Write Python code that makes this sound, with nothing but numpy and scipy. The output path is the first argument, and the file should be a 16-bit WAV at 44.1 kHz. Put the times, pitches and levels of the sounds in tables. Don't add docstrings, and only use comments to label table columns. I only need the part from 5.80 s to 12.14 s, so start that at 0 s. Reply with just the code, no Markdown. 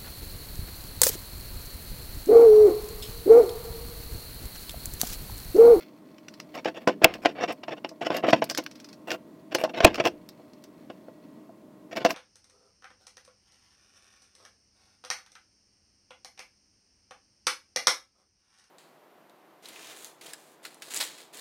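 import sys
import numpy as np
from scipy import signal
from scipy.fft import rfft, irfft, next_fast_len
from scipy.io import wavfile
from scipy.ndimage import map_coordinates

SR = 44100
rng = np.random.default_rng(int(sys.argv[2]) if len(sys.argv) > 2 else 0)


def unload_audio(sound):
    columns = np.transpose(np.atleast_2d(sound))
    steps = np.round(np.clip(columns, -1, 1) * 32767)
    wavfile.write(sys.argv[1], SR, steps.astype(np.int16))


N = 279594
RING_T = np.arange(SR // 5) / SR
LEAD_S = .005


# t/s, relative level/dB, sharpness (0 deep in the crumb, .5 on crust, 1 splintering edge)
BITES = [(0.3836, -54, 0), (.4843, -42, 0.16), (.54, -50.5, 0.45), (.601, -38.5, 0.19),
         (0.751, -44.5, 0.0013), (0.8482, -36.5, 0.085), (1.0764, -33.5, 0.5), (1.34, -37.5, 0.05),
         (1.5, -57, 0.034), (1.725, -44.5, 0.97), (2.092, -46, 0.53), (2.368, -31, 0.77),
         (2.506, -32, 0.19), (2.642, -32.5, 0.88), (2.699, -28.5, 0.42), (2.711, -35.5, .5),
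         (2.749, -32.5, 0.35), (2.776, -28.5, 0.48), (2.78, -29.5, 0.87), (2.839, -45.5, 0.93),
         (2.864, -36.5, 0), (3.3058, -30.5, 0.033), (3.317, -28, 0.12), (3.749, -23.5, .68),
         (3.839, -34.5, 0.66), (4.145, -33.5, 0.05), (4.157, -33, 0.12), (4.254, -25, 0.085),
         (4.273, -28.5, 0), (4.49, -42, 0.81), (4.735, -59.5, .55), (4.84, -48, 0.75), (6.163, -39.5, 0.27),
         (6.17, -34.5, 0.0041), (6.2498, -23.5, 0.17), (6.263, -30.5, 0), (6.307, -28, 0.084)]

def snaps():
    out = np.zeros(N)
    for s, db, sharpness in BITES:
        add(out, s - LEAD_S, bite(contact(crumble=.95, decay_s=.0035), db, sharpness))
    return out


# f/Hz, relative level/dB
TOOTH_SPECTRUM = [(500, -23), (3400, -12), (4500, -4.5), (5100, -2.5), (5480, -5.5), (5900, -6.5),
                  (6700, -14), (7800, -20), (10000, -23.5), (16000, -68.5)]

def bite(force, db, sharpness, focus_db=22):
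    tooth = signal.fftconvolve(click(TOOTH_SPECTRUM), box_walls(echo=.72, decay_s=.013))
    layers = (biscuit(), 0, .3), (tooth, .5, .3), (splinters(), 1, -4.5)
    return sum(struck(force, body, db + trim_db - focus_db * abs(sharpness - sweet_spot))
               for body, sweet_spot, trim_db in layers)


def nibbles(start_s=2.914, end_s=3.14, rate_hz=23, fade_db_per_s=13):
    out = np.zeros(N)
    for s in np.arange(start_s, end_s, 1 / rate_hz):
        late_s, accent_db = rng.normal(0, [.001, 2])
        db = -50 - fade_db_per_s * (s - start_s) + accent_db
        add(out, s + late_s - LEAD_S, bite(contact(crumble=1.3, decay_s=.006), db, sharpness=.5))
    return out


# peak t/s, length/s, level/dB, crispness/dB
RASPS = [(0.755, 0.03, -40, 13), (.787, 0.044, -40, 3), (0.882, 0.043, -34, -2), (0.971, 0.051, -41.5, 3),
         (1.023, .05, -52.5, 13), (1.357, 0.032, -44, 8), (1.437, 0.035, -45.5, 14), (1.601, 0.1, -38, -17),
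         (1.637, 0.055, -30.5, -1), (1.704, 0.053, -32.5, 0), (1.926, 0.037, -35, -8),
         (1.978, .025, -47, 0), (2.226, .034, -36, 2), (2.269, 0.05, -30.5, 0), (2.324, 0.051, -37.5, -1),
         (2.369, 0.08, -33, 8), (2.447, 0.041, -28, -27), (2.49, 0.044, -27.5, 4),
         (2.709, 0.035, -38.5, 22), (2.791, 0.041, -40, 13), (3.285, 0.028, -38.5, 15),
         (3.328, 0.067, -35, 11), (3.727, 0.033, -38, 5.5), (3.807, 0.046, -34.5, 15.5),
         (3.903, 0.025, -42.5, 6), (3.951, 0.031, -37, -13), (3.98, 0.039, -32.5, 2), (4.155, 0.05, -42, 4),
         (4.194, 0.032, -37, -2), (4.263, 0.048, -26.5, 7), (6.13, 0.036, -40.5, 3),
         (6.175, 0.041, -32, 6.5), (6.219, 0.042, -39, -2), (6.311, 0.042, -36.5, 18.5)]

def strokes():
    pressed_db, loose_db = 5, 4.5
    cues = [(s, length / 2, length / 2, db, crisp_db, pressed_db) for s, length, db, crisp_db in RASPS]
    for s, db, *_ in KNOCKS:
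        cues.append((s + LEAD_S, LEAD_S, .063, db - 26, -.5, loose_db))
    for s, *_ in FRACTURES:
        cues.append((s, .022, .022, -26.5, 0, pressed_db))
        cues.append((s + 2 * LEAD_S, LEAD_S, .084, -37.5, -12, loose_db))
    return cues


def scrapes():
    out = np.zeros(N)
    catching = amp(2.5 * wobble(130))
    grains = catching * slips(count=N, rate_hz=2200, spread_db=4)
    for peak_s, rise_s, fall_s, db, crisp_db, floor_db in strokes():
        t = np.arange(-rise_s, fall_s, 1 / SR)
        pressure = amp(np.interp(t, [-rise_s, 0, fall_s], [-10, 0, -15]))
        force = pressure * np.take(grains, ((peak_s + t) * SR).astype(int), mode="clip")
        cutoff_hz = np.clip(9500 * amp(crisp_db / 2), 2000, SR / 3)
        rasp = lowpass(biscuit(), cutoff_hz, order=2)
        for body, trim_db in (cardboard(), floor_db), (rasp, 0), (splinters(), crisp_db - 26.5):
            texture = unit_energy(signal.fftconvolve(force, body))
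            add(out, peak_s - rise_s, amp(db + trim_db) * np.linalg.norm(pressure) * texture)
    return out


# t/s, length/s, burst level/dB, splinter level/dB, cardboard level/dB, thump level/dB
FRACTURES = [(1.2439, .0028, -1.5, -7.5, -7, -16), (4.046, 0.0056, -7.5, -22, -4, -9.5)]

def cracks():
    out = np.zeros(N)
    burst = click([(60, -13.5), (200, -5.5), (900, -8), (2600, 6),
                   (4000, -5.5), (5500, -6), (8000, -6), (16000, -19.5)])
    for s, length_s, burst_db, splinter_db, floor_db, thump_db in FRACTURES:
        tearing = rng.standard_normal(SR // 50)[:int(length_s * SR)]
        slam = contact(crumble=.9, decay_s=.0083)
        midway_s = s + length_s / 2
        add(out, s, struck(tearing, burst, burst_db))
        add(out, s, struck(tearing, click(SPLINTER_SPECTRUM), splinter_db))
        add(out, midway_s - LEAD_S, struck(slam, cardboard(), floor_db))
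        add(out, midway_s, struck(tearing, biscuit(), burst_db - 8))
        add(out, s - .003, -amp(thump_db) * np.hanning(int(.0087 * SR)))
    return out


# t/s, cardboard level/dB, clack over cardboard/dB, bounces
KNOCKS = [(.857, -22.5, -8, 0), (1.0749, -14, -12, 2), (1.218, -25.5, -18, 0), (1.451, -19, -10.5, 0),
          (1.4577, -14.5, -4.5, 0), (1.638, -32, -6, 0), (1.8349, -39.5, -0.5, 0), (1.882, -30.5, -9, 1),
          (2.047, -29, -5, 0), (2.2149, -29.5, -9, 1), (2.304, -21, -14.5, 0), (2.437, -22.5, -18, 1),
          (2.484, -17.5, -18, 0), (2.5314, -9.5, -8, 0), (2.622, -19, -9.5, 0), (2.786, -27.5, -7, 0),
          (3.749, -21, -4, 0), (3.838, -19.5, -12.5, 1), (4.005, -19.5, -5.5, 0), (4.067, -18, -7.5, 1),
          (4.183, -29, -10, 0), (4.2005, -18, -6, 0), (4.26, -20.5, -14, 1), (5.101, -36.5, -9.5, 0),
          (6.25, -14, -12.5, 1)]

def knocks(bounce_s=.01, bounce_loss_db=4.5):
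    out = np.zeros(N)
    for s, db, clack_db, bounces in KNOCKS:
        for bounce in range(round(bounces) + 1):
            start_s = s + bounce * bounce_s - LEAD_S
            hit_db = db - bounce * bounce_loss_db
            landing = contact(crumble=1, decay_s=.006)
            grating = contact(crumble=2.4, decay_s=.0055)
            add(out, start_s, struck(landing, cardboard(), hit_db))
            clack = lowpass(biscuit(), 7500, order=2)
            add(out, start_s, struck(grating, clack, hit_db + clack_db))
    return out


# f/Hz, relative level/dB, t60/s
BISCUIT_MODES = [(1390, -6, .016), (1560, -3, .02), (1700, -3, .02), (1930, -2, .018), (2245, -3, .014),
                 (2700, 0, .018), (2900, -3, .012), (3540, -7, .014), (4570, -9, .01), (5500, -5, .009)]
# f/Hz, relative level/dB
BISCUIT_EQ = [(60, -41), (400, -10.5), (1200, -6.5), (6000, 0.5), (8500, -13), (16000, -18)]
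# f/Hz, relative level/dB
CRUNCH_SPECTRUM = [(100, -38.5), (700, -7.5), (1500, 0.5), (2800, 2), (3700, -9), (5400, -10.5),
                   (6700, -12), (8500, -27), (16000, -21)]

def biscuit():
    ring = signal.fftconvolve(modal(BISCUIT_MODES, scatter_db=2, detune=.03), click(BISCUIT_EQ))
    body = amp(-3) * unit_energy(ring)
    add(body, 0, click(CRUNCH_SPECTRUM))
    return signal.fftconvolve(body, box_walls(echo=.47, decay_s=.0042))


# f/Hz, relative level/dB
SPLINTER_SPECTRUM = [(2000, -49.5), (6000, -15), (8000, -2), (9700, -6.5), (12000, 2), (14000, -6.5),
                     (16000, -3)]

def splinters():
    return signal.fftconvolve(click(SPLINTER_SPECTRUM), box_walls(echo=1.2, decay_s=.004))


# f/Hz, relative level/dB, t60/s
CARDBOARD_MODES = [(153.7, -13.5, 0.061), (225, -19.5, 0.035), (318.9, -19, .07), (359.3, -9.5, 0.065),
                   (517, -6.5, 0.069), (582, -9.5, 0.043), (664, 5.5, 0.04), (728, 0, 0.023),
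                   (859.3, -5.5, 0.051), (1030, -4.5, 0.047), (1372, -12.5, 0.023)]
# f/Hz, relative level/dB
CARDBOARD_EQ = [(30, -38), (80, -21.5), (150, -6.5), (300, 4), (1300, -1.5), (2200, -6), (4000, -14.5),
                (9000, -34)]

def cardboard():
    ring = modal(CARDBOARD_MODES, scatter_db=1.5, detune=.02)
    return signal.fftconvolve(ring, click(CARDBOARD_EQ))


# t/s, level/dB
STEPS = [(1.389, -49), (2.115, -41.5), (3.877, -38.5), (4.597, -48), (5.284, -41.5), (5.694, -46)]

def paws():
    out = np.zeros(N)
    for s, db in STEPS:
        add(out, s - LEAD_S, struck(contact(crumble=1, decay_s=.0076), cardboard(), db))
    return out


# t/s, level/dB
CHEWING_FADER = [(0, -49), (.14, -71), (.72, -67), (2.2, -71.5), (3.04, -63), (3.28, -78.5), (4.75, -71.5),
                 (6.3, -84)]

def chewing():
    level_db = np.interp(np.arange(N) / SR, *np.transpose(CHEWING_FADER))
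    grains = slips(count=N, rate_hz=450, spread_db=8.5) * amp(2 * wobble(22))
    mouth = click([(600, -22), (1800, 1.5), (2800, -1), (3700, -2.5),
                   (5400, -4.5), (8000, -25.5), (15000, -12)])
    tick = signal.fftconvolve(mouth, box_walls(echo=2.4, decay_s=.009))
    return amp(level_db) * unit_rms(signal.fftconvolve(grains, tick)[:N])


def box_walls(echo, decay_s):
    t = RING_T[:SR // 20]
    response = echo * unit_energy(rng.standard_normal(len(t)) * np.exp(-t / decay_s))
    response[0] += 1
    return response


# f/Hz, t60/s
ROOM_DECAY = [(150, 0.81), (700, 0.14), (3000, .22), (7000, 0.095), (15000, 0.16)]

def room(x, predelay_s=.0067):
    bands_hz, t, noise = signal.stft(rng.standard_normal(SR // 2), SR, nperseg=256)
    decay = np.exp(-np.log(1000) * t / curve(ROOM_DECAY, bands_hz)[:, None])
    tail = signal.istft(noise * decay, SR, nperseg=256)[1]
    tail = np.pad(unit_energy(tail), (int(predelay_s * SR), 0))
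    wet = signal.fftconvolve(x, tail)[:N]
    return_eq = [(60, -29.5), (200, -14.5), (700, -24.5), (3000, -27.5), (6000, -27.5), (12000, -40)]
    return filtered(wet, lambda hz: amp(curve(return_eq, hz)))


# f/Hz, relative level/dB
AIR_SPECTRUM = [(25, -46), (60, -23.5), (100, -15.5), (150, -4), (220, 1.5), (300, 1.5), (420, -8),
                (640, -12), (780, -18), (1050, -16), (1400, -25), (3000, -32), (7000, -37.5), (16000, -39)]
# f/Hz, relative level/dB
HUM_TONES = [(306.8, -59), (608.3, -62), (651.4, -65.5), (915.2, -75), (1066, -74), (1922, -80)]

def room_tone(air_db=-52, hum_trim_db=-1):
    t = np.arange(N) / SR
    air = unit_rms(filtered(rng.standard_normal(N), lambda hz: amp(curve(AIR_SPECTRUM, hz))))
    hum = np.zeros(N)
    for hz, db in HUM_TONES:
        rms = amp(db + hum_trim_db + 2 * wobble(6))
        hum += rms * np.sqrt(2) * np.sin(2 * np.pi * hz * t + .7 * wobble(14))
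    return amp(air_db + .9 * wobble(4.5)) * air + hum


def contact(crumble, decay_s):
    t = RING_T[:SR // 20] - LEAD_S
    envelope = np.where(t < 0, .5 * np.exp(-np.abs(t) / .0022), np.exp(-np.abs(t) / decay_s))
    force = crumble * unit_energy(slips(count=len(t), rate_hz=4000, spread_db=5) * envelope)
    force[round(LEAD_S * SR)] += 1
    return force


def slips(count, rate_hz, spread_db):
    size = amp(spread_db * np.clip(rng.standard_normal(count), -2, 2))
    polarity = rng.choice([-1, 1], count)
    return unit_rms(size * polarity * (rng.random(count) < rate_hz / SR))


def struck(force, body, db):
    hit = signal.fftconvolve(force, body)[:len(RING_T)]
    hit = np.pad(hit, (0, len(RING_T) - len(hit)))
    return amp(db) * np.sqrt(SR / 100) * unit_energy(hit)


def modal(modes, scatter_db, detune):
    hz, db, t60 = np.transpose(modes)[:, :, None]
    strength, shift = rng.standard_normal((2, len(modes), 1))
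    decay = np.exp(-np.log(1000) * RING_T / t60)
    partials = np.sin(2 * np.pi * hz * (1 + detune * shift) * RING_T)
    return unit_energy(np.sum(amp(db + scatter_db * strength) * decay * partials, 0))


def click(spectrum, size=2048):
    magnitude = amp(curve(spectrum, np.fft.rfftfreq(size, 1 / SR)))
    cepstrum = irfft(np.log(magnitude))
    cepstrum[1:size // 2] *= 2
    cepstrum[size // 2 + 1:] = 0
    return unit_energy(irfft(np.exp(rfft(cepstrum))))


def wobble(rate_hz):
    knots = rng.standard_normal(int(N * rate_hz / SR) + 4)
    return map_coordinates(knots, [np.arange(N) * rate_hz / SR])


def curve(points, hz):
    knots_hz, values = np.transpose(points)
    return np.interp(np.log(hz + 1), np.log(knots_hz), values)


def filtered(x, response):
    size = next_fast_len(N + SR // 2)
    return irfft(rfft(x, size) * response(np.fft.rfftfreq(size, 1 / SR)), size)[:N]


def lowpass(x, hz, order):
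    return signal.lfilter(*signal.butter(order, hz, fs=SR), x)


def amp(db):
    return 10 ** (np.asarray(db) / 20)


def unit_rms(x):
    return x / np.sqrt(np.mean(x ** 2) + 1e-20)


def unit_energy(x):
    return x / (np.linalg.norm(x) + 1e-20)


def add(track, s, sound):
    start = max(round(s * SR), 0)
    part = track[start:start + len(sound)]
    part += sound[:len(part)]


def scene():
    gnawing = knocks() + paws() + snaps() + nibbles() + scrapes() + chewing()
    fractures = cracks()
    spill = amp(-5) * lowpass(fractures, 3500, order=1)
    return (gnawing + fractures + room(gnawing + spill) + room_tone())[None]


def record(dry):
    ceiling, top_hz = .82, 16150
    saturated = dry[0] / (1 + np.abs(dry[0] / ceiling) ** 6) ** (1 / 6)
    return filtered(saturated, lambda hz: 1 / np.sqrt(1 + (hz / top_hz) ** 200))[None]


dry = scene()
out = record(dry)
unload_audio(out)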